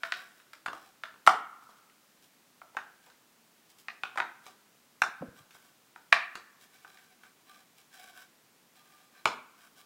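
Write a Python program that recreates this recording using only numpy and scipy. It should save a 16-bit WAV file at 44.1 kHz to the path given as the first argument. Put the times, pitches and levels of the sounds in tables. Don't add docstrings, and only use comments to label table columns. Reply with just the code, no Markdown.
import sys
import numpy as np
from scipy import signal
from scipy.fft import rfft, irfft
from scipy.io import wavfile

SR = 44100
rng = np.random.default_rng(int(sys.argv[2]) if len(sys.argv) > 2 else 0)


def store_wav(level_fs):
    pcm = np.round(np.clip(np.atleast_2d(level_fs), -1, 1) * 32767)
    wavfile.write(sys.argv[1], SR, pcm.T.astype(np.int16))


N = 434385
SIZE = 8192
HZ = np.fft.rfftfreq(SIZE, 1 / SR) + 1e-3


def amp(db):
    return 10 ** (np.asarray(db) / 20)


def unit(x):
    return x / np.sqrt(np.sum(x ** 2) + 1e-20)


def read(points, hz):
    f, value = np.transpose(points)
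    return np.interp(np.log(hz + 1), np.log(f + 1), value)


def add(mix, s, sound):
    start = max(round(s * SR), 0)
    part = mix[start:][:len(sound)]
    part += sound[:len(part)]


def causal(points):
    hz = abs(np.fft.fftfreq(SIZE, 1 / SR))
    log_gain = np.log(amp(read(points, hz)))
    spectrum = np.exp(np.conj(signal.hilbert(log_gain)))
    return unit(np.fft.ifft(spectrum).real)


def colour(x, response):
    return signal.oaconvolve(x, response)[:len(x)]


def knocks(bump_room_db=-11, lead_s=.0006):
    # time of the main swing in seconds, name of the piece, level of its ring in dB,
    # contact cut-off in Hz, grip as a factor on the pitch, crack in dB relative to the ring.
    knock_list = [ (0.034, "slat", -4.5, 1200, 0.96, -17), (0.122, "slat", -1.5, 7000, 1.01, -23),
                  (0.400, "slat", -33.5, 2990, 0.92, -8), (0.533, "slat", -24, 1900, 0.89, -3.5),
                  (0.661, "bar", -6, 2610, 0.96, -14.5), (0.6834, "back", -10.5, 890, 1.21, -22),
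                  (0.731, "base", -14, 3000, 0.92, -14), (1.036, "slat", -9.5, 1970, 0.93, -17.5),
                  (1.141, "back", -31, 890, 1.17, -20), (1.265, "base", -6.5, 3000, 0.98, -2.5),
                  (1.2745, "base", 16.5, 6110, 1, -21), (1.690, "base", -32, 600, 0.85, -25),
                  (1.898, "side", -38, 1996, 1.13, -13.5), (2.616, "bar", -21.5, 898, 0.88, -29.5),
                  (2.748, "base", -26.5, 4020, 0.7, -19), (2.7683, "bar", -5, 1500, 1.014, -19.5),
                  (2.7714, "joint", -14, 1508, 1.26, -22.5), (3.068, "base", -34.5, 5000, 0.7, -16),
                  (3.100, "joint", -37, 4000, 1.08, -1.5), (3.884, "side", -10, 5830, 1.04, -29.5),
                  (4.035, "strip", -4.5, 7000, 1.023, -23), (4.157, "joint", -17, 3040, 0.7, -14),
                  (4.1745, "joint", -4, 5000, 0.99, -17), (4.183, "joint", -5, 3000, 0.858, -16.5),
                  (4.2013, "joint", 0.5, 5000, 1.039, -26), (4.465, "back", -25, 5030, 0.97, -3),
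                  (5.019, "bar", 7, 5000, 1.002, -17), (5.5078, "slat", -36.5, 4850, 0.94, 2.5),
                  (5.5501, "back", -33.5, 2970, 0.9, -9.5), (5.96, "joint", -21, 2000, 1.01, -21),
                  (6.1233, "side", -9, 1500, 0.93, -21), (6.1265, "side", 14, 4980, 0.99, -24),
                  (6.3543, "back", -15, 7090, 1.17, -5.5), (6.847, "bar", -24, 2000, 0.99, -20),
                  (6.973, "slat", -34, 1974, 1.18, -5.5), (7.235, "bar", -30.5, 1490, 0.98, -6.5),
                  (9.256, "back", 6, 6530, 1.014, -14.5), ]
    # start in seconds,
    # level in dB, resonance in Hz, its width in Hz.
    bump_list = [(.735, -27, 327, 14), (5.206, -14.5, 175, 26), (5.218, -10.5, 517, 270),
                 (5.224, -15, 233, 60), (5.280, -22, 139.7, 53), (5.397, -32.5, 137, 50),
                 (9.260, -15, 381, 65), (9.264, -22, 245, 12)]
    push_levels = {"base": -25.5, "bar": -27.5, "side": -31, "back": -18.5, "slat": -33.5, "strip": -27,
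                   "joint": -29.5}
    push_slope = -0.27
    room_db, room_slope = -4.5, -0.056
    out = np.zeros(N)
    for s, piece, db, contact_hz, grip, crack_db in knock_list:
        push_db = push_levels[piece] + push_slope * db
        blow = knock(piece, contact_hz, grip, crack_db, push_db)
        response = room(room_db + room_slope * db)
        add(out, s - lead_s, amp(db) * signal.fftconvolve(blow, response))
    for s, db, hz, width in bump_list:
        low_sound = bump(hz, width)
        add(out, s, amp(db) * signal.fftconvolve(low_sound, room(bump_room_db)))
    return out


def knock(piece, contact_hz, grip, crack_db, push_db, crack_s=0.0024, give_hz=7000):
    pieces = { "base": [(690, 120, -5.5), (802, 134.7, 0.5), (966, 290, -3), (1325, 150, 3.5),
              (1479, 13, -5), (1820, 290, -17.5), (2260, 250, -13), (2890, 280, -16), (3620, 500, -28.5),
              (4300, 600, -29)], "bar": [(330, 17, -30), (780, 150, -5), (1120, 154, -1.5),
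              (1280, 185, 0.5), (1553, 140, 4.5), (2420, 220, -6.5), (2750, 260, -10), (3650, 150, -13),
              (5600, 360, -15)], "side": [(688, 60, -11.5), (1104, 210.7, -3.5), (1146, 140, 0),
              (1790, 202.5, -3), (2410, 125, -3.5), (2701, 242, -11), (3560, 136, -15.5),
              (3829, 480, -18.5), (5660, 620, -32)], "back": [(242, 12, -22), (426, 12, -12),
              (609.6, 83, -11.5), (920, 260, -4.5), (1230, 310, -1.5), (1430, 180, -3), (2320, 180, -5.5),
              (2940, 120, -15), (3446, 500, -17.5), (4795, 1000, -37.5)], "slat": [(697.5, 32, -8),
              (1030, 180, -12), (1469, 170, 0.5), (1900, 150, 0), (2310, 310, -4.5), (2886, 1100, -10),
              (3740, 140, -5.5), (4327, 950, -15.5)], "strip": [(742, 54, -6), (1110, 170, -8),
              (1434, 70, 0.5), (2460, 180, -4), (3030, 150, -12), (3450, 220, -12.5)],
              "joint": [(335, 67, -19.5), (740, 120, -4), (939, 66, 3.5), (1235, 83, 0.5), (1445, 85, 6.5),
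              (1920, 300, -3.5), (2440, 170, -4), (3100, 190, -15.5), (3630, 260, -12.5)], }
    # frequency in Hz, level in dB.
    crack_spectrum = [(500, -22.5), (2000, 2.5), (4500, -2.5), (7000, -7.5), (10000, -13), (16000, -21)]
    # frequency in Hz, level in dB.
    push_spectrum = [(20, -4), (70, -12), (140, -1), (300, 0.5), (450, 3), (800, -18), (2000, -45)]
    t = np.arange(SIZE) / SR
    fibres_give = signal.butter(2, give_hz, fs=SR)
    body = signal.lfilter(*fibres_give, ring(pieces[piece], contact_hz, grip))
    crunch = rng.standard_normal(SIZE) * np.sqrt(t) * np.exp(-t / crack_s)
    crack = unit(colour(crunch, causal(crack_spectrum)))
    return body + amp(crack_db) * crack + amp(push_db) * causal(push_spectrum)


def ring(modes, contact_hz, grip=1, sign=-1, travel_s=.001):
    body = 0
    for k, (f, width, db) in enumerate(modes):
        detune = HZ / (f * grip) - f * grip / HZ
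        body = body + sign ** k * amp(db) / (1 + 1j * f / width * detune)
    lag = 4 * np.pi * travel_s * np.sqrt(HZ * 1000)
    contact = 1 + 1j * HZ / contact_hz
    return unit(irfft(body * np.exp(-1j * lag) / contact))


def bump(hz, width, press_s=0.0024, soft_hz=1100):
    t = np.arange(SIZE) / SR
    press = rng.standard_normal(SIZE) * t * np.exp(-t / press_s)
    force = signal.lfilter(*signal.butter(2, soft_hz, fs=SR), press)
    return unit(colour(force, ring([(hz, width, 0)], soft_hz)))


def rubbing(room_db=-10):
    # start in seconds, length in seconds, level in dB, hiss in dB relative to the ring of the boards,
    # pitch in Hz that the point of contact favours.
    stroke_list = [ (0, 0.3, -54, -8.5, 1510), (0.252, .2, -70, 0, 1570), (0.701, 0.22, -62, -2.5, 755),
                   (1.597, 0.26, -73, 2.5, 1176), (2.208, .08, -70, 8, 1570), (2.998, .12, -66, -4, 755),
                   (3.69, 0.037, -67, 15.5, 2310), (3.772, 0.056, -67.5, 14.5, 2324),
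                   (4.418, 0.12, -58.5, -2.5, 757), (5.347, 0.087, -56, -2.5, 1183),
                   (5.499, 0.22, -66.5, 1, 1570), (6.59, 0.089, -62.5, 4, 1185),
                   (6.689, 0.18, -67, 0.5, 2315), (6.83, 0.26, -64, -4, 1590),
                   (7.07, 0.08, -63.5, -7.5, 755), (7.189, 0.12, -60.5, -7, 1185),
                   (7.448, 0.21, -63.5, -4, 1160), (7.752, 0.084, -64.5, 4, 2316),
                   (7.906, 0.12, -56.5, -1, 1570), (7.96, .19, -56, -3.5, 760),
                   (8.119, 0.16, -58, -4, 1570), (8.73, 0.1, -62, -1.5, 1184),
                   (8.829, 0.26, -66.5, -2.5, 1185), (9.111, 0.13, -60.5, -12, 1187),
                   (9.562, 0.14, -63.5, -3, 1570), (9.753, 0.081, -56, 0, 1226), ]
    strokes = np.zeros(N)
    for s, length, db, hiss_db, favoured_hz in stroke_list:
        add(strokes, s, amp(db) * stroke(length, hiss_db, favoured_hz))
    return colour(strokes, room(room_db))


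def stroke(length, hiss_db, favoured_hz, slips_per_s=2500, spread_db=3, stutter_db=2.23, stutter_hz=35,
           contact_hz=4000, grip_spread=0.019):
    # pitch in Hz, width in Hz (both before a small random
    # grip factor), level in dB before the lift near the favoured pitch and the step down from mode to mode.
    rub_modes = [(752, 34, -3.5), (1185, 18, 0), (1562, 130, -1.5), (2320, 165, -2.5), (3132, 200, -11),
                 (3974, 129, -1), (4270, 68, -38), (4940, 156, -13)]
    # frequency in Hz, level in dB.
    hiss_spectrum = [(1500, -14.5), (3000, 0.5), (4500, -0.5), (8000, -3), (13000, -6.5), (16000, -4)]
    attack_s, release_s = 0.041, 0.059
    favour_db, favour_octaves = 4.5, 0.28
    t = np.arange(round(length * SR) + SIZE) / SR
    pressure = np.clip(np.minimum(t / attack_s, (length - t) / release_s), 0, 1)

    slips = rng.standard_normal(SR) * amp(spread_db * np.minimum(rng.exponential(1, SR), 4))
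    stutter = np.interp(np.arange(SR) / SR * stutter_hz, np.arange(SIZE), rng.standard_normal(SIZE))
    happens = rng.random(SR) < slips_per_s / SR
    slips = unit(slips * amp(stutter_db * stutter) * happens) * np.sqrt(SR)

    modes = []
    for hz, width, db in rub_modes:
        octaves_away = np.log2(hz / favoured_hz)
        lift_db = favour_db * np.exp(-(octaves_away / favour_octaves) ** 2)
        modes.append((hz, width, db + lift_db))
    grip = 1 + grip_spread * rng.standard_normal()
    boards = ring(modes, contact_hz, grip, sign=0.81)
    return colour(slips[:len(t)] * pressure, boards + amp(hiss_db) * causal(hiss_spectrum))


def room(wet_db, build_s=0.013, linger_db=-28, linger_t60=1.2, linger_hz=1250, linger_octaves=0.67,
         scatter_s=0.00045):
    # frequency in Hz, time in seconds.
    fall_times = [(100, 0.24), (250, 0.53), (600, 0.3), (1300, 0.29), (2500, 0.46), (5000, 0.24),
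                  (12000, 0.3)]
    # frequency in Hz, level in dB.
    tail_spectrum = [(40, -16), (90, -6.5), (200, 2.5), (400, 3), (800, 0.5), (1500, -3), (2500, -8),
                     (5000, 4), (14000, -5)]
    # longest delay in seconds (a random 2 to 6 % is taken off),
    # level in dB relative to the tail before its build-up.
    echoes = [(.0040, -3.5), (.0088, -11), (.0145, -13), (.0170, -11.5), (.0200, -8.5)]
    hz, t, z = signal.stft(rng.standard_normal(SR), SR, nperseg=256)
    hz = hz[:, None]
    quick = z * amp(read(tail_spectrum, hz) - 60 * t / read(fall_times, hz))
    octaves_away = np.log2((hz + 1) / linger_hz)
    slow = z * amp(-60 * t / linger_t60) / (1 + (octaves_away / linger_octaves) ** 4)
    quick, slow = signal.istft(np.array([quick, slow]), SR, nperseg=256)[1]
    t = np.arange(len(quick)) / SR
    build = 1 - np.exp(-(t / build_s) ** 2)
    response = (unit(quick) + amp(linger_db) * unit(slow)) * build
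    for delay, db in echoes:
        smear = unit(rng.standard_normal(SIZE) * np.exp(-t[:SIZE] / scatter_s))
        add(response, delay * rng.uniform(.94, 0.98), amp(db) * smear)
    response *= amp(wet_db)
    response[0] += 1
    return response


def background(level_db=-64.5):
    # frequency in Hz, relative level in dB.
    noise_spectrum = [(25, -17.5), (52, -28.5), (80, -16), (125, -4.5), (220, 1.5), (320, -1.5),
                      (520, -4.5), (1000, -4.5), (2600, -8), (7400, -11.5), (10500, -14), (15800, -13.5)]
    gain = amp(read(noise_spectrum, np.fft.rfftfreq(N, 1 / SR)))
    noise = irfft(rfft(rng.standard_normal(N)) * gain, N)
    return amp(level_db) * unit(noise) * np.sqrt(N)


def scene():
    return (knocks() + rubbing() + background())[None]


def record(dry, edge_hz=15900):
    band_limit = signal.firwin(511, edge_hz, window=("kaiser", 9), fs=SR)
    return signal.oaconvolve(np.clip(dry, -1, 1), band_limit[None], "same")


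dry = scene()
out = record(dry)
store_wav(out)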